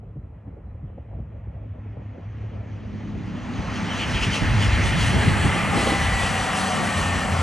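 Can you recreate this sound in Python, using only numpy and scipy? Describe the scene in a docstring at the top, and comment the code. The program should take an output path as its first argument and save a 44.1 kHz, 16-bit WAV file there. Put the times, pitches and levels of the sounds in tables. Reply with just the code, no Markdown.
"""A fast diesel train comes out from behind trees and passes across a field.
Its exhausts drone, and rough wheels make the cars rumble and the rails roar, ring and hiss.
The hiss surges with each pair of bogies, and the running gear's whines sink in pitch as the cars go by.
Wind buffets, flaps and thumps on the microphone, hardest while the front of the train draws level."""
import sys
import numpy as np
from scipy import signal
from scipy.fft import rfft, irfft, next_fast_len
from scipy.io import wavfile
from scipy.ndimage import uniform_filter1d, map_coordinates

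SR = 44100
rng = np.random.default_rng(int(sys.argv[2]) if len(sys.argv) > 2 else 0)


def transcribe(signal):
    """Save signal, clipped to [-1, 1], as a 16-bit WAV file at the path in sys.argv[1]."""
    frames = np.atleast_2d(signal).T
    limited = np.clip(frames, -1, 1)
    pcm = np.round(limited * 32767).astype(np.int16)
    wavfile.write(sys.argv[1], SR, pcm)


N = 327222


def amp(db):
    """Decibels to gain."""
    return 10 ** (np.asarray(db) / 20)


def unit(x):
    """Scale to rms 1."""
    return x / np.sqrt(np.mean(x ** 2) + 1e-20)


def clock():
    """The time of every sample, in seconds."""
    return np.arange(N) / SR


def along(points, hz):
    """Read (freq_hz, value) breakpoints on a log frequency axis."""
    freqs, values = np.transpose(points)
    return np.interp(np.log(hz + 1), np.log(freqs + 1), values)


def curves(rows):
    """One automation curve for each column after time_s."""
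    times, *columns = np.transpose(rows)
    return [np.interp(clock(), times, column) for column in columns]


def swell(peak_s, spread_s):
    """A bell-shaped rise and fall around a moment."""
    return np.exp(-((clock() - peak_s) / spread_s) ** 2 / 2)


def bursts(rows):
    """The summed envelope of (peak_s, spread_s, level_db) swells."""
    return sum(amp(db) * swell(peak_s, spread_s) for peak_s, spread_s, db, *_ in rows)


def wobble(rate):
    """Smooth random modulation, rate knots a second."""
    knots = rng.standard_normal(4096)
    return map_coordinates(knots, [clock() * rate], mode="wrap")


def filtered(x, response):
    """Filter x by a complex frequency response."""
    size = next_fast_len(N + SR // 2)
    return irfft(rfft(x, size) * response(np.fft.rfftfreq(size, 1 / SR)), size)[..., :N]


def equalised(x, eq):
    """x through an EQ curve that rolls off steeply above its last point."""
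    top_hz = eq[-1][0]
    return filtered(x, lambda hz: amp(along(eq, hz)) / np.maximum(hz / top_hz, 1) ** 10)


def rush(eq, side_db, patchy_db):
    """Shaped stereo noise of rms 1, with patches of random gain across time and frequency."""
    spectra = signal.stft(rng.standard_normal((2, N)), nperseg=512)[2]
    patches = uniform_filter1d(rng.standard_normal(spectra.shape[1:]), size=8, axis=0)
    patches = unit(uniform_filter1d(patches, size=10, axis=1))
    noise = signal.istft(spectra * amp(patchy_db * patches), nperseg=512)[1][:, :N]
    mid, side = equalised(noise, eq)
    return unit(np.array([mid + amp(side_db) * side, mid - amp(side_db) * side]))


def doppler(abreast_s, mach=.135, reach_s=1.25):
    """Pitch factor of a pass-by; reach_s is the track's distance over the speed."""
    past_s = clock() - abreast_s
    return 1 / (1 + mach * past_s / np.hypot(past_s, reach_s))


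def phase_of(hz):
    """Running phase of a changing frequency."""
    return 2 * np.pi * np.cumsum(hz) / SR


def fuzzy(phase, rate):
    """A narrow noise band of rms 1 around a tone."""
    return unit(wobble(rate) * np.cos(phase) + wobble(rate) * np.sin(phase))


# gusts over the breeze: start_s, length_s, level_db
GUSTS = [(0.815, 0.043, -38), (1.12, 0.068, -33.5), (3.05, 0.12, -36), (3.423, 0.79, -37.5),
         (4.06, 0.23, -28), (4.4, 0.17, -19.5), (4.603, .34, -23.5), (4.956, 0.54, -22), (5.6, 0.35, -30),
         (5.942, 0.43, -27.5), (6.94, 0.56, -31.5)]
# boomy wind EQ: freq_hz, gain_db
BUFFET_EQ = [(18, -31.5), (30, -16.5), (45, -3.5), (60, 4), (85, 1), (130, -5.5), (200, -13.5),
             (300, -26.5), (600, -39.5), (1200, -55), (3000, -90.5)]


def wind_buffet(breeze_db=-39, attack_s=.026, release_s=.073):
    """Eddies rumble on the microphone: a bed of breeze, and gusts that rise, hold and die away."""
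    power = amp(breeze_db) ** 2
    for start_s, length_s, db in GUSTS:
        age = clock() - start_s
        gust = np.clip(age / attack_s, 0, 1) * np.exp(-np.maximum(age - length_s, 0) / release_s)
        power += (amp(db) * gust) ** 2
    rumble = amp(1.6 * wobble(28)) * rush(BUFFET_EQ, side_db=-10, patchy_db=-.35)
    return np.sqrt(power) * unit(rumble)


# flaps of wind: peak_s, spread_s, level_db
FLAPS = [(.033, 0.0049, -54), (.108, 0.0046, -52), (.17, 0.0067, -48), (.303, .004, -52), (.362, .006, -52),
         (.58, 0.011, -44), (.985, 0.0048, -40), (1.13, 0.015, -43), (1.195, 0.0055, -38),
         (1.472, 0.0027, -40), (1.865, 0.0047, -43.5), (1.972, 0.0034, -36), (2.66, 0.0089, -41),
         (5.78, 0.0086, -22.5), (5.82, 0.033, -30), (5.873, 0.0054, -20.5), (5.925, 0.023, -29)]
# low-mid flap EQ: freq_hz, gain_db
FLAP_EQ = [(120, -21.5), (270, 0.5), (450, -4.5), (700, -10), (950, -25), (1400, -36), (2500, -63.5)]


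def wind_flaps():
    """Small eddies flap on the microphone over a faint, restless flutter."""
    flutter = amp(-59) * unit(amp(7.5 * wobble(90)))
    return (bursts(FLAPS) + flutter) * rush(FLAP_EQ, side_db=-15.5, patchy_db=3)


# wind hits: start_s, strength_db
THUMPS = [(0.158, -28), (.465, -26), (0.827, -27), (1.149, -29), (1.19, -28), (1.968, -28.5), (3.58, -21),
          (4.257, -14), (4.409, -11), (4.52, -16.5), (4.943, -12), (5.152, -8), (5.264, -9.5), (5.444, -7),
          (7.318, -21)]
# dull puff EQ: freq_hz, gain_db
PUFF_EQ = [(20, -21), (50, -13), (90, -4.5), (180, 0.5), (280, -8.5), (500, -26), (900, -40.5), (2000, -60),
           (5000, -100)]


def wind_thumps(push_hz=95, puff_rise_s=.012):
    """A strong eddy hits with one low push of pressure, wrapped in a longer puff of noise."""
    pushes, puffs = np.zeros(N), np.zeros(N)
    for start_s, db in THUMPS:
        age = np.maximum(clock() - start_s, 0)
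        pitch_hz = push_hz * np.exp(.25 * rng.standard_normal())
        pushes += amp(db) * swell(start_s + .016, .007) * np.sin(2 * np.pi * pitch_hz * age)
        puffs += amp(db) * age / puff_rise_s * np.exp(1 - age / puff_rise_s)
    return amp(-3) * pushes + amp(-10) * puffs * rush(PUFF_EQ, side_db=-8, patchy_db=1.2)


# exhaust drone automation: time_s, firing_tone_db, overtones_db
DRONE = [(0, -53, -57), (1.3, -43, -53), (2.4, -33, -46), (3.25, -37, -35), (3.75, -34, -34),
         (4.3, -37, -34), (5.15, -23.5, -31.5), (5.7, -32.5, -34.5), (6.5, -40, -35), (6.85, -34.5, -29.5),
         (7.42, -37.5, -31.5)]
# throbs of the firing tone: peak_s, spread_s, level_db
THROBS = [(4.63, 0.075, -27), (7.08, 0.068, -29.5), (7.37, 0.049, -27)]
# balance of crankshaft orders 4 to 9: gain_db
ORDERS_DB = [-13, -5.5, -2, -5, -9.5, -11]


def engines(firing_hz=91):
    """Six-cylinder diesels: a firing tone, and rougher orders from uneven cylinders and several cars."""
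    tone_db, overtones_db = curves(DRONE)
    phase = phase_of(firing_hz * doppler(6.95) * (1 + .003 * wobble(7)))
    tone = unit(np.sin(phase) + .35 * fuzzy(phase, rate=30))
    overtones = np.zeros(N)
    for order, db in enumerate(ORDERS_DB, start=4):
        order_phase = phase / 3 * order  # three firings a turn
        partial = np.sin(order_phase + rng.uniform(0, 2 * np.pi))
        overtones += amp(db) * (partial + .7 * fuzzy(order_phase, rate=16))
    return (amp(tone_db) + bursts(THROBS)) * tone + amp(overtones_db) * unit(overtones)


def far_track(tone_hz=4030, pulse_hz=4.5):
    """The far roar of the track, heard before the train is in sight, with a faint pulsing high tone."""
    eq = [(150, -27.5), (300, 0), (550, 5.5), (750, -.5), (1000, -7),
          (1500, -22), (1900, -21.5), (2600, -37), (3500, -44)]
    roar = amp(-57 + 6.7 * swell(2.56, 1)) * rush(eq, side_db=-4, patchy_db=3.5)
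    pulse = np.cos(2 * np.pi * pulse_hz * (clock() - .03))
    tone = amp(-96 + 3 * pulse) * fuzzy(phase_of(np.full(N, tone_hz)), rate=45)
    return roar + tone


# rumble automation: time_s, level_db
RUMBLE = [(0, -67), (1.5, -64), (3.2, -38), (4.1, -32), (4.8, -33), (5.55, -26), (6.15, -34.5),
          (6.9, -32.5), (7.42, -35.5)]
# car body EQ: freq_hz, gain_db
CAR_EQ = [(50, -31.5), (110, -4.5), (160, 2.5), (220, -1), (300, -7.5), (400, -9.5), (600, -24.5),
          (1200, -73.5)]


def car_rumble():
    """Rough wheels shake the cars into a low, unsteady rumble."""
    level_db = curves(RUMBLE)[0] + 2 * wobble(25)
    return amp(level_db) * rush(CAR_EQ, side_db=-6, patchy_db=1.5)


# pass-by automation, before each layer's trim: time_s, roar_db, rail_db, hiss_db
PASS_BY = [(0, -70, -73, -98), (1.5, -67.5, -66.5, -90), (2.3, -61, -59.5, -73.5),
           (3.15, -54.5, -52.5, -63), (3.65, -40.5, -41.5, -50), (4.02, -38.5, -33.5, -42),
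           (5.0, -35, -29, -38.5), (5.6, -32, -29.5, -40.5), (6.05, -32.5, -29.5, -38.5),
           (6.8, -31.5, -32, -38.5), (7.12, -32.5, -31, -40), (7.42, -32.5, -35.5, -40.5)]
# the top end opens as the train comes close: time_s, fizz_offset_db
FIZZ_OFFSET = [(3.0, -20.5), (3.9, -13), (4.7, -11), (5.35, -4.5)]
# EQs of the rolling layers, dark to bright: freq_hz, gain_db
ROAR_EQ = [(200, -36.5), (330, -8.5), (500, 2.5), (700, 4), (1000, 3), (1350, 3), (1600, -8.5),
           (2300, -34.5)]
RAIL_EQ = [(1000, -19.5), (1450, -5), (1850, 1), (2200, -2.5), (2550, -4.5), (3000, -20), (3800, -45.5)]
WHEEL_RING_EQ = [(1900, -24), (2550, -3), (2850, 2), (3150, 0.5), (3450, -4.5), (3900, -17.5), (4600, -41)]
HISS_EQ = [(2600, -31), (3500, 0), (4200, 3), (5000, -2), (6300, 0), (7200, -9), (8500, -37.5),
           (11000, -49)]
FIZZ_EQ = [(5500, -20), (7200, -4), (7900, 1.5), (9200, -1), (10500, -10), (12000, -19), (12600, -34)]


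def wheels_on_rails():
    """Rough wheels ring and shake the sleepers and rails; the treble arrives once the trees are cleared."""
    roar_db, rail_db, hiss_db = curves(PASS_BY)
    hiss_db += hiss_surges()
    fizz_db = hiss_db + curves(FIZZ_OFFSET)[0]
    ring_db = rail_db + .34 * (hiss_db - rail_db)  # distance dims the wheels' ring less than their hiss
    flutter = wobble(22)  # the contact patches bite unevenly
    roar = amp(roar_db + 3.5 + .45 * wobble(16)) * rush(ROAR_EQ, side_db=-20.5, patchy_db=.5)
    rail = amp(rail_db + .35 * flutter) * rush(RAIL_EQ, side_db=-29, patchy_db=1.14)
    ring = amp(ring_db - 2 + .44 * flutter) * rush(WHEEL_RING_EQ, side_db=-23, patchy_db=1.5)
    hiss = amp(hiss_db + .81 * flutter) * rush(HISS_EQ, side_db=-20, patchy_db=1.7)
    fizz = amp(fizz_db + 3 + .99 * flutter) * rush(FIZZ_EQ, side_db=-10.5, patchy_db=1.3)
    return roar + rail + ring + hiss + fizz


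# scrape accents: peak_s, spread_s, level_db, hiss_lift_db
SCRAPES = [(3.76, .018, -36, 3), (3.92, .04, -40.5, 1), (4.02, 0.019, -28.5, 2.5), (4.171, .019, -31, 2.5),
           (4.234, 0.013, -23.5, 3), (4.35, 0.022, -29, 7), (4.63, .023, -32, 1), (4.87, 0.033, -42, 2.5),
           (5.075, 0.013, -38, 3), (5.22, 0.02, -39, 1), (5.88, 0.036, -45, 4)]


def scrapes():
    """A wheel scrapes the rail with a short, bright ring."""
    eq = [(1900, -19.5), (2500, -6.5), (2850, -5.5), (3150, -2), (3400, -10.5), (3900, -41)]
    return bursts(SCRAPES) * rush(eq, side_db=-17.5, patchy_db=3.5)


# accent of each pair of bogies in turn: hiss_lift_db
BOGIE_LIFTS = [3.5, 3.2, 4.9, .5, 4.1, 2.1, 4.2, 3.9]


def hiss_surges(first_bogie_s=4.235, car_s=.395, bogie_spread_s=.028):
    """Lift of the hiss in dB: at every scrape, and on an even beat as the bogies at the car ends pass."""
    scraping = sum(db * swell(peak_s, spread_s) for peak_s, spread_s, _, db in SCRAPES)
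    bogies = sum(db * swell(first_bogie_s + car * car_s, bogie_spread_s)
                 for car, db in enumerate(BOGIE_LIFTS))
    return scraping + bogies


# running gear whines: rest_pitch_hz, abreast_s, peak_s, spread_s, level_db
WHINES = [(1820, 7.7, 5.14, 0.76, -40), (1857, 6.66, 6.15, 0.36, -32.5), (1850, 6.88, 7.05, 0.2, -34),
          (756, 6.4, 4.7, 0.68, -42), (755, 6.4, 5.84, 0.33, -32.5), (762, 6.5, 6.65, 0.28, -33.5),
          (795, 7.2, 7.3, 0.21, -37), (1147, 6.4, 5.74, 0.3, -38), (1157, 6.8, 6.78, .35, -37.5)]


def gear_whines(sizzle_hz=7800):
    """Each whine swells as its car comes near and sinks in pitch; a thin steel sizzle rides on top."""
    whines = np.zeros(N)
    for rest_pitch_hz, abreast_s, peak_s, spread_s, db in WHINES:
        pitch_hz = rest_pitch_hz * doppler(abreast_s)
        phase = phase_of(pitch_hz * (1 + .001 * wobble(40)))
        roughness = np.interp(pitch_hz, [1300, 1700], [1.3, .3])  # low whines are noisy, high ones sing
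        whine = unit(np.sin(phase) + roughness * fuzzy(phase, rate=70))
        whines += amp(db) * swell(peak_s, spread_s) * whine
    sizzle = fuzzy(phase_of(sizzle_hz * doppler(6.7, mach=.04)), rate=300)
    return whines + amp(-49) * swell(6.9, .92) * sizzle


# phase lead of the left microphone port over the right: freq_hz, lead_rad
LEFT_LEAD = [(400, 0.24), (860, 0.82), (1350, 0.62), (1700, 0), (2600, 0), (3100, 0.72), (4950, 0.66),
             (6000, -0.85), (6500, 0.054), (7750, 0.58), (8100, 1.8), (9000, 1.8), (10000, 1.63),
             (10500, -0.16)]


def stereo_image(train):
    """The train reaches the two ports out of step, and its midrange leans left as the cars go by."""
    sides = np.array([[1], [-1]])
    train = filtered(train, lambda hz: np.exp(.5j * sides * along(LEFT_LEAD, hz)))
    mids = equalised(train, [(200, -17), (650, -1), (1150, 1), (1700, 1), (2600, -32)])
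    lean = np.interp(clock(), [5.2, 6.2], [0, .15])
    return train + sides * lean * mids


def scene():
    """The mix: wind on the microphone over the approach and pass-by of the train."""
    low_wind = wind_buffet() + wind_thumps()
    width = np.interp(clock(), [2.2, 3.6], [0, 1])  # stronger wind strikes the two ports less alike
    wind = width * low_wind + (1 - width) * low_wind.mean(axis=0) + wind_flaps()
    rolling = car_rumble() + wheels_on_rails() + scrapes() + gear_whines()
    return wind + engines() + far_track() + stereo_image(rolling)


# microphone noise floor EQ: freq_hz, gain_db
SELF_NOISE_EQ = [(2650, -12.5), (4500, -4), (7900, -2.5), (12000, -9)]
SELF_NOISE_DB, TOP_HZ = -91.5, 12450


def record(dry):
    """The microphone adds a faint hiss; a brick-wall low-pass cuts the very top."""
    hiss = amp(SELF_NOISE_DB) * rush(SELF_NOISE_EQ, side_db=-3.5, patchy_db=.5)
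    return filtered(dry + hiss, lambda hz: hz < TOP_HZ)


dry = scene()
out = record(dry)
transcribe(out)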